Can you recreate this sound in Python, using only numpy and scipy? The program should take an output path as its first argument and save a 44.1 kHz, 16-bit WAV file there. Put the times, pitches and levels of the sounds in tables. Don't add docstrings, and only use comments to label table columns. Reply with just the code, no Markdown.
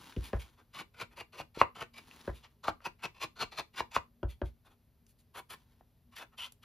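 import sys
import numpy as np
from scipy import signal
from scipy.fft import rfft, irfft
from scipy.io import wavfile

SR = 44100
rng = np.random.default_rng(int(sys.argv[2]) if len(sys.argv) > 2 else 0)


def waveform_to_disk(signal):
    frames = np.transpose(np.atleast_2d(signal))
    scaled = np.clip(frames, -1, 1) * 32767
    samples = np.round(scaled).astype(np.int16)
    wavfile.write(sys.argv[1], SR, samples)


N = 292824
TIME, HZ = np.arange(N) / SR, np.fft.rfftfreq(N, 1 / SR)
RUB_TIME = np.arange(-8192, 8192) / SR


# frequency in Hz, relative level in dB.
RASP_SPECTRUM = [(60, -13.5), (130, -7), (250, -10.5), (380, -6), (500, -8.5), (700, -5), (1000, -5),
                 (1400, -6.5), (1800, -8.5), (2500, -2.5), (3750, -11), (4300, -9), (5400, -16.5),
                 (7500, -17), (9500, -37)]
# frequency in Hz, relative level in dB.
FIZZ_SPECTRUM = [(6000, -18), (8500, -2), (10800, 0.5), (13000, -9), (14500, -3.5), (15700, -10)]
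# centre in Hz, width in Hz, lift in dB.
CARD_RESONANCES = [(998, 240, 3), (1350, 260, 3.5), (2470, 150, -1.5), (3506, 150, 6.5), (4170, 170, 2.5),
                   (4965, 86, 6.5), (5680, 150, 3)]
def foam_rub(pressure, body_db, fizz_db, bend_hz, edge_hz, lowest_hz=90):
    size = len(pressure)
    hz = np.fft.rfftfreq(size, 1 / SR)
    card_db = read(RASP_SPECTRUM, hz)
    card_db += sum(db * bell(centre, width, hz) for centre, width, db in CARD_RESONANCES)
    card_db += 2.5 * wobble(len(hz), 220 / hz[1])
    card_db += 5 * bell(bend_hz, 170, hz) + 5 * bell(edge_hz, 620, hz)
    card = amp(card_db) * hz ** 2 / np.hypot(hz ** 2, lowest_hz ** 2)
    low = 1 / (1 + (hz / 1600) ** 8)
    body, rasp, fizz = card * low, card * (1 - low), amp(read(FIZZ_SPECTRUM, hz))
    layers = [(body, body_db - 2), (rasp, -2.5), (fizz, fizz_db + 1)]
    slips = rfft(grains(per_s=6000, spread_db=3.5, size=size))
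    judder = amp(1.3 * wobble(size, 0.012 * SR))
    return pressure * judder * sum(amp(db) * unit(irfft(slips * colour)) for colour, db in layers)


# nominal frequency in Hz, relative level in dB, t60 in seconds.
BOWING_MODES = [(68, 1.5, 0.11), (100.46, 1.5, 0.11), (133, 2.5, 0.075), (193.3, -10, 0.047)]
# firmest moment in seconds, level in dB, swell and
# graze length in seconds, relative graze and body levels in dB, bending and edge resonances in Hz.
EDGE_DABS = [(0.808, -45, 0.042, 0.06, -5.5, -0.5, 1140, 2550),
             (1.019, -41.5, 0.026, 0.07, -23, -1, 900, 2280), (1.206, -47, 0.017, 0.03, -3, 1, 980, 2460),
             (1.407, -45.5, 0.028, .072, -11, 0.5, 641.3, 2720),
             (1.614, -40, 0.024, 0.057, -13, -2.5, 1020, 2580),
             (1.822, -43, 0.0185, .06, -9.5, 2.5, 1090, 2630),
             (1.985, -48.5, 0.018, 0.04, -11.5, -7, 1031, 2346),
             (2.686, -41, 0.01, 0.04, -8.5, 8, 1303, 4100), (2.861, -40, 0.012, 0.038, -25, 1, 916, 2520),
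             (3.048, -37, 0.015, 0.048, -29.5, 0, 905, 2340),
             (3.236, -37, 0.022, 0.082, -25, -1.5, 1050, 2430),
             (3.426, -34, 0.024, 0.056, -23, 0, 1470, 4090),
             (3.593, -35, 0.016, 0.067, -17.5, -3, 955, 4260),
             (3.799, -36.5, 0.026, 0.052, -19.5, -4.5, 1040, 2410),
             (3.963, -34, 0.017, 0.04, -16.5, -4.5, 1000, 2440)]
def dabs(fade_s=0.014, graze_rise_s=0.0086, graze_sag_db_per_s=70, flick_db=9, bow_db=-17):
    out = np.zeros(N)
    flick_time = (RUB_TIME - 0.004) / 0.00051
    flick = flick_time * np.exp(-flick_time ** 2)
    for s, db, swell_s, graze_s, graze_db, body_db, bend_hz, edge_hz in EDGE_DABS:
        since_touch = RUB_TIME + graze_s
        graze = amp(graze_db - graze_sag_db_per_s * np.maximum(since_touch, 0))
        graze *= contact(graze_rise_s, graze_s, fade_s, since_touch)
        pressure = np.hypot(graze, contact(swell_s, 0, fade_s))
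        fizz_db = -32 - 0.35 * db
        rasp = foam_rub(pressure, body_db, fizz_db, bend_hz, edge_hz)
        add(out, s + RUB_TIME[0], amp(db) * (rasp + amp(body_db + flick_db) * flick))
        bow = ring(BOWING_MODES, pitch=rng.uniform(0.4, 1.3), build_s=0.006)
        add(out, s, amp(db + body_db + bow_db) * bow)
    return out


# start in seconds, relative level in dB, pitch factor.
BASE_KNOCKS = [(1.4009, -26.5, 0.64), (1.5735, -27.5, 0.36), (1.6140, -1.5, 0.99), (1.8170, -28.5, 1.17),
               (2.6813, -15.5, 1.11), (2.684, -14, 0.58), (3.593, -33, .8), (3.805, -16, 0.9),
               (3.9640, -10, 0.99), (5.8090, -45.5, 0.65)]
# nominal frequency in Hz, relative level in dB, t60 in seconds.
STRUCK_CARD_MODES = [(228, -28, 0.032), (567, -9, 0.016), (818, -16.5, 0.024), (1082, 6.5, 0.008),
                     (1440, -12, 0.0056), (2070, -7, .007), (2700, -12.5, 0.0094), (4280, -23.5, .009)]
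def knocks(bow_lag_s=0.0038):
    out = np.zeros(N)
    for s, db, pitch in BASE_KNOCKS:
        add(out, s, amp(db + 4) * ring(STRUCK_CARD_MODES, pitch, build_s=0.0012))
        add(out, s + bow_lag_s, amp(0.54 * db - 36) * ring(BOWING_MODES, pitch=1, build_s=0.0032))
    return out


# start and hold in seconds, level in dB, relative body and fizz
# levels in dB, bending resonance in Hz, low cutoff of the gripped card in Hz.
EDGE_STROKES = [(5.356, 0.0046, -55, 6.5, -10, 1135, 119.4), (5.379, .005, -49, 4.5, -6.5, 1132, 250),
                (5.509, 0.02, -50.5, 0.5, -5.5, 1030, 130.5), (6.17, 0.01, -48, -11.5, -11, 1840, 600),
                (6.203, 0.02, -52.5, 3.5, -12, 1694, 550), (6.390, .07, -47, -8, -13.5, 1036, 700),
                (6.636, 0.027, -60, -3.5, -11, 1020, 600)]
def strokes(rise_s=0.01, fade_s=0.018, edge_hz=3250):
    out = np.zeros(N)
    for s, hold_s, db, body_db, fizz_db, bend_hz, lowest_hz in EDGE_STROKES:
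        rasp = foam_rub(contact(rise_s, hold_s, fade_s), body_db, fizz_db, bend_hz, edge_hz, lowest_hz)
        add(out, s + RUB_TIME[0], amp(db) * rasp)
    return out


# start in seconds, hold in seconds, level in dB.
FOAM_SQUEAK = (6.394, 0.044, -43.5)
def squeak(rise_s=0.0069, fade_s=0.018):
    s, hold_s, db = FOAM_SQUEAK
    whistle = unit(shape(rng.standard_normal(N), bell(centre_hz=3000, width_hz=350)))
    return amp(db) * contact(rise_s, hold_s, fade_s, TIME - s) * whistle


def bending(x, crossing_s_at_1khz=0.0055, lead_s=0.0043):
    phase = 4 * np.pi * crossing_s_at_1khz * np.sqrt(1000 * HZ)
    return shape(x, np.exp(-1j * (phase - 2 * np.pi * HZ * lead_s)))


# nominal frequency in Hz, relative level in dB, t60 in seconds.
CASE_MODES = [(199.2, -9, 0.0465), (398.5, -0.5, 0.0282), (607, 5, 0.018), (1004, -11, 0.022),
              (1326, -7, 0.015), (1750, -3.5, 0.015)]
# nominal frequency in Hz, relative level in dB, t60 in seconds.
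TABLETOP_MODES = [(61.6, 3, 0.2), (81.8, -4.5, 0.183), (127.7, -7.5, 0.14)]
# start in seconds, case level in dB, pitch factor, contact time in
# seconds, table level in dB, peel delay in seconds, peel level in dB.
PAD_PRESSES = [(0.1643, -17.5, .7, 0.0023, -26.5, 0.086, -50),
               (0.331, -18, 0.99, 0.00043, -24.5, 0.079, -52.5),
               (2.276, -19, 0.94, 0.00051, -31.5, 0.081, -59.5),
               (4.2301, -21.5, 0.893, 0.00081, -24.5, 0.075, -58.5),
               (4.4159, -20, 0.96, 0.00076, -27, 0.047, -63.5)]
def ink_pad(table_lag_s=0.009, chatter_db=-17, chatter_t60=0.13):
    out, t = np.zeros(N), np.arange(SR // 3) / SR
    hz = np.fft.rfftfreq(len(t), 1 / SR)
    for s, case_db, pitch, contact_s, table_db, *_ in PAD_PRESSES:
        case = sum(amp(db) * bell(centre * pitch, 0.5 * centre, hz) for centre, db, _ in CASE_MODES)
        chatter = unit(shape(grains(per_s=1500, spread_db=4.5, size=len(t)), case))
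        clack = ring(CASE_MODES, pitch, build_s=0.003) + chatter * amp(chatter_db - 60 * t / chatter_t60)
        push = np.hanning(round(contact_s * SR))
        add(out, s, amp(case_db) * np.convolve(clack, push / push.sum()))
        add(out, s + table_lag_s, -amp(table_db) * ring(TABLETOP_MODES, pitch=0.97, build_s=0.0067))
    return out


def peels():
    out, pressure = np.zeros(N), contact(rise_s=0.016, hold_s=0, fade_s=0.034)
    for s, *_, delay_s, db in PAD_PRESSES:
        hiss = foam_rub(pressure, body_db=-12, fizz_db=-8, bend_hz=900, edge_hz=3450)
        add(out, s + delay_s + RUB_TIME[0], amp(db) * hiss)
    return out


# start in seconds, level in dB, centre in Hz.
HANDLING_TICKS = [(0.124, -49, 2440), (2.112, -49, 2500), (2.212, -53, 4000), (2.444, -50, 2500),
                  (2.805, -53, 1185), (3.054, -35, 2800), (3.242, -37.5, 2400), (3.431, -33.5, 2800),
                  (3.785, -43, 2790), (5.066, -61.5, 7000), (5.36, -43.5, 1758), (6.522, -50, 10200)]
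def ticks(t60=0.021, landing_db=-29, landing_hz=2500):
    out, t = np.zeros(N), np.arange(2048) / SR
    hz = np.fft.rfftfreq(len(t), 1 / SR)
    landings = [(s, case_db + landing_db, landing_hz) for s, case_db, *_ in PAD_PRESSES]
    for s, db, centre_hz in HANDLING_TICKS + landings:
        burst = unit(shape(rng.standard_normal(len(t)), bell(centre_hz, width_hz=centre_hz, hz=hz)))
        add(out, s, amp(db - 60 * t / t60) * burst)
    return out


# peak in seconds, level in dB, relative body and fizz levels in dB,
# edge resonance in Hz, low cutoff in Hz.
GRIP_SLIDES = [(0.596, -68.5, 10, -16.5, 3552, 200), (1.128, -66, 4.5, -12, 2440, 200),
               (2.448, -56.5, -3, -23, 3050, 400), (4.668, -68, 4.5, -7, 3520, 300),
               (4.72, -71.5, 6, -9, 3480, 301), (5.101, -76, -24, 5, 4770, 5010),
               (5.203, -75, -24, 0, 4250, 4494), (6.139, -63, 1.5, -14, 3040, 600),
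               (6.339, -74, 8.5, -15.5, 2840, 700)]
def fingers(bend_hz=1890):
    out, pressure = np.zeros(N), contact(rise_s=0.016, hold_s=0, fade_s=0.021)
    for s, db, body_db, fizz_db, edge_hz, lowest_hz in GRIP_SLIDES:
        slide = foam_rub(pressure, body_db, fizz_db, bend_hz, edge_hz, lowest_hz)
        add(out, s + RUB_TIME[0], amp(db) * slide)
    return out


# frequency in Hz, relative level in dB.
CLOTH_SPECTRUM = [(40, -9.5), (250, 4), (600, -9), (1000, 0.5), (1350, -5), (1800, -5.5), (2300, -7.5),
                  (3400, -5.5), (5500, -12.5), (8000, -13), (11000, -14), (13200, -22), (15600, -9)]
# start in seconds, hold in seconds, level in dB.
SLEEVE_SWISHES = [(0, 0.1, -55.5), (0.221, 0.11, -61.5), (0.457, 0.045, -71), (1.999, .03, -65.5),
                  (2.092, 0.16, -60.5), (5.548, 0.016, -70.5), (5.681, .08, -86)]
def sleeve(rise_s=0.018, fall_db_per_s=82, flutter_db=2.5, flutter_hz=22):
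    rustle = unit(shape(grains(per_s=3000, spread_db=3.5), amp(read(CLOTH_SPECTRUM))))
    flutter = unit(shape(rng.standard_normal(N), np.exp(-(HZ / flutter_hz) ** 2)))
    motion = np.zeros(N)
    for s, hold_s, db in SLEEVE_SWISHES:
        swell = contact(rise_s, np.inf, 1, TIME - s)
        motion += swell * amp(db - fall_db_per_s * np.maximum(TIME - s - hold_s, 0))
    return rustle * motion * amp(flutter_db * flutter)


# frequency in Hz, t60 in seconds.
ROOM_DECAY = [(100, 0.33), (400, 0.16), (1200, 0.16), (2500, 0.16), (5000, 0.19), (12000, .14)]
# frequency in Hz, level in dB.
TAIL_SPECTRUM = [(150, -8), (300, -7), (700, -12.5), (1200, -9), (2000, -9), (5000, -13), (12000, -15)]
# delay in seconds, level in dB.
EARLY_ECHOES = [(.0021, -28), (.0089, -16), (0.012, -22), (0.0178, -23.5)]
def room(x, build_s=0.0043, lowest_hz=140):
    hz, t, noise = signal.stft(rng.standard_normal((2, SR // 2)), SR, nperseg=256)
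    decay = amp(-60 * t / read(ROOM_DECAY, hz)[:, None]) * (1 - np.exp(-(t / build_s) ** 2))
    decay /= np.sqrt((decay ** 2).sum(1, keepdims=True) * t[1] * SR)
    tail = signal.istft(noise * decay * amp(read(TAIL_SPECTRUM, hz))[:, None], SR, nperseg=256)[1]
    for s, db in EARLY_ECHOES:
        tail[:, round(s * SR)] += amp(db)
    above_bass = shape(x, HZ ** 2 / (HZ ** 2 + lowest_hz ** 2))
    return signal.fftconvolve(above_bass[None], tail, axes=1)[:, :N]


# frequency in Hz, relative level in dB.
AIR_SPECTRUM = [(15, -7), (35, 7.5), (60, 8), (100, 6.5), (180, -0.5), (330, -12), (600, -15), (1400, -24),
                (4500, -27), (6200, -32), (8300, -29.5), (9700, -29), (12200, -23), (15500, -30)]
# frequency in Hz, level in dB.
HUM_TONES = [(123.8, -84.5), (236, -76.5), (410, -91.5)]
def room_tone(air_db=-68, unshared_db=-12):
    common, left, right, drone = rng.standard_normal((4, N))
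    air = shape(common + amp(unshared_db) * np.array([left, right]), amp(read(AIR_SPECTRUM)))
    hum = sum(amp(db) * unit(shape(drone, bell(hz, width_hz=14))) for hz, db in HUM_TONES)
    return amp(air_db) * unit(air) + hum


def contact(rise_s, hold_s, fade_s, t=RUB_TIME):
    return np.exp(-(np.minimum(t, 0) / rise_s) ** 2 - (np.maximum(t - hold_s, 0) / fade_s) ** 2)


def grains(per_s, spread_db, size=N):
    height = amp(spread_db * np.minimum(rng.exponential(1, size), 4))
    return unit(rng.choice([-1, 1], size) * height * (rng.random(size) < per_s / SR))


def ring(modes, pitch, build_s):
    t = np.arange(SR // 3) / SR
    waves = sum(amp(db - 60 * t / t60) * np.sin(2 * np.pi * hz * pitch * t) for hz, db, t60 in modes)
    return waves * (1 - np.exp(-(t / build_s) ** 2))


def wobble(size, span):
    return unit(shape(rng.standard_normal(size), np.exp(-(np.fft.rfftfreq(size) * span) ** 2)))


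def bell(centre_hz, width_hz, hz=HZ):
    return 1 / (1 + (2 * (hz - centre_hz) / width_hz) ** 2)


def read(points, hz=HZ):
    f, value = np.transpose(points)
    return np.interp(np.log(hz + 1), np.log(f + 1), value)


def shape(x, gain):
    return irfft(rfft(x) * gain, x.shape[-1])


def amp(db):
    return 10 ** (np.asarray(db) / 20)


def unit(x):
    return x / np.sqrt(np.mean(x ** 2) + 1e-20)


def add(mix, s, sound):
    part = mix[max(round(s * SR), 0):][:len(sound)]
    part += sound[:len(part)]


def scene():
    rubbing = bending(dabs() + strokes() + peels() + fingers())
    handwork = rubbing + squeak() + knocks() + ink_pad() + ticks() + sleeve()
    return handwork + room(handwork) + room_tone()


# frequency in Hz, lead of the left in radians.
MIC_PHASE = [(0, 0), (1200, 0), (2800, .5), (4700, .4), (6300, -.8), (7670, -2.7), (9390, -3.9),
             (11000, -5.8), (13000, -6.8), (14600, -8.8), (15500, -9.5)]
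# frequency in Hz, left minus right in dB.
MIC_BALANCE = [(60, .7), (110, 1), (200, 2), (380, 2), (700, .8), (1290, .9), (2380, .7), (4400, 4),
               (8120, 0), (15000, -0.2)]
def record(dry, bass_cut_hz=33, treble_cut_hz=15750):
    lean = amp(read(MIC_BALANCE) / 2)
    right_lag = np.exp(-1j * read(MIC_PHASE))
    ports = shape(dry, np.array([lean, right_lag / lean]))
    bass_cut = signal.butter(3, bass_cut_hz, "high", fs=SR, output="sos")
    treble_cut = signal.firwin(511, treble_cut_hz, window=("kaiser", 9), fs=SR)
    return signal.oaconvolve(signal.sosfilt(bass_cut, ports), treble_cut[None], "same")


dry = scene()
out = record(dry)
waveform_to_disk(out)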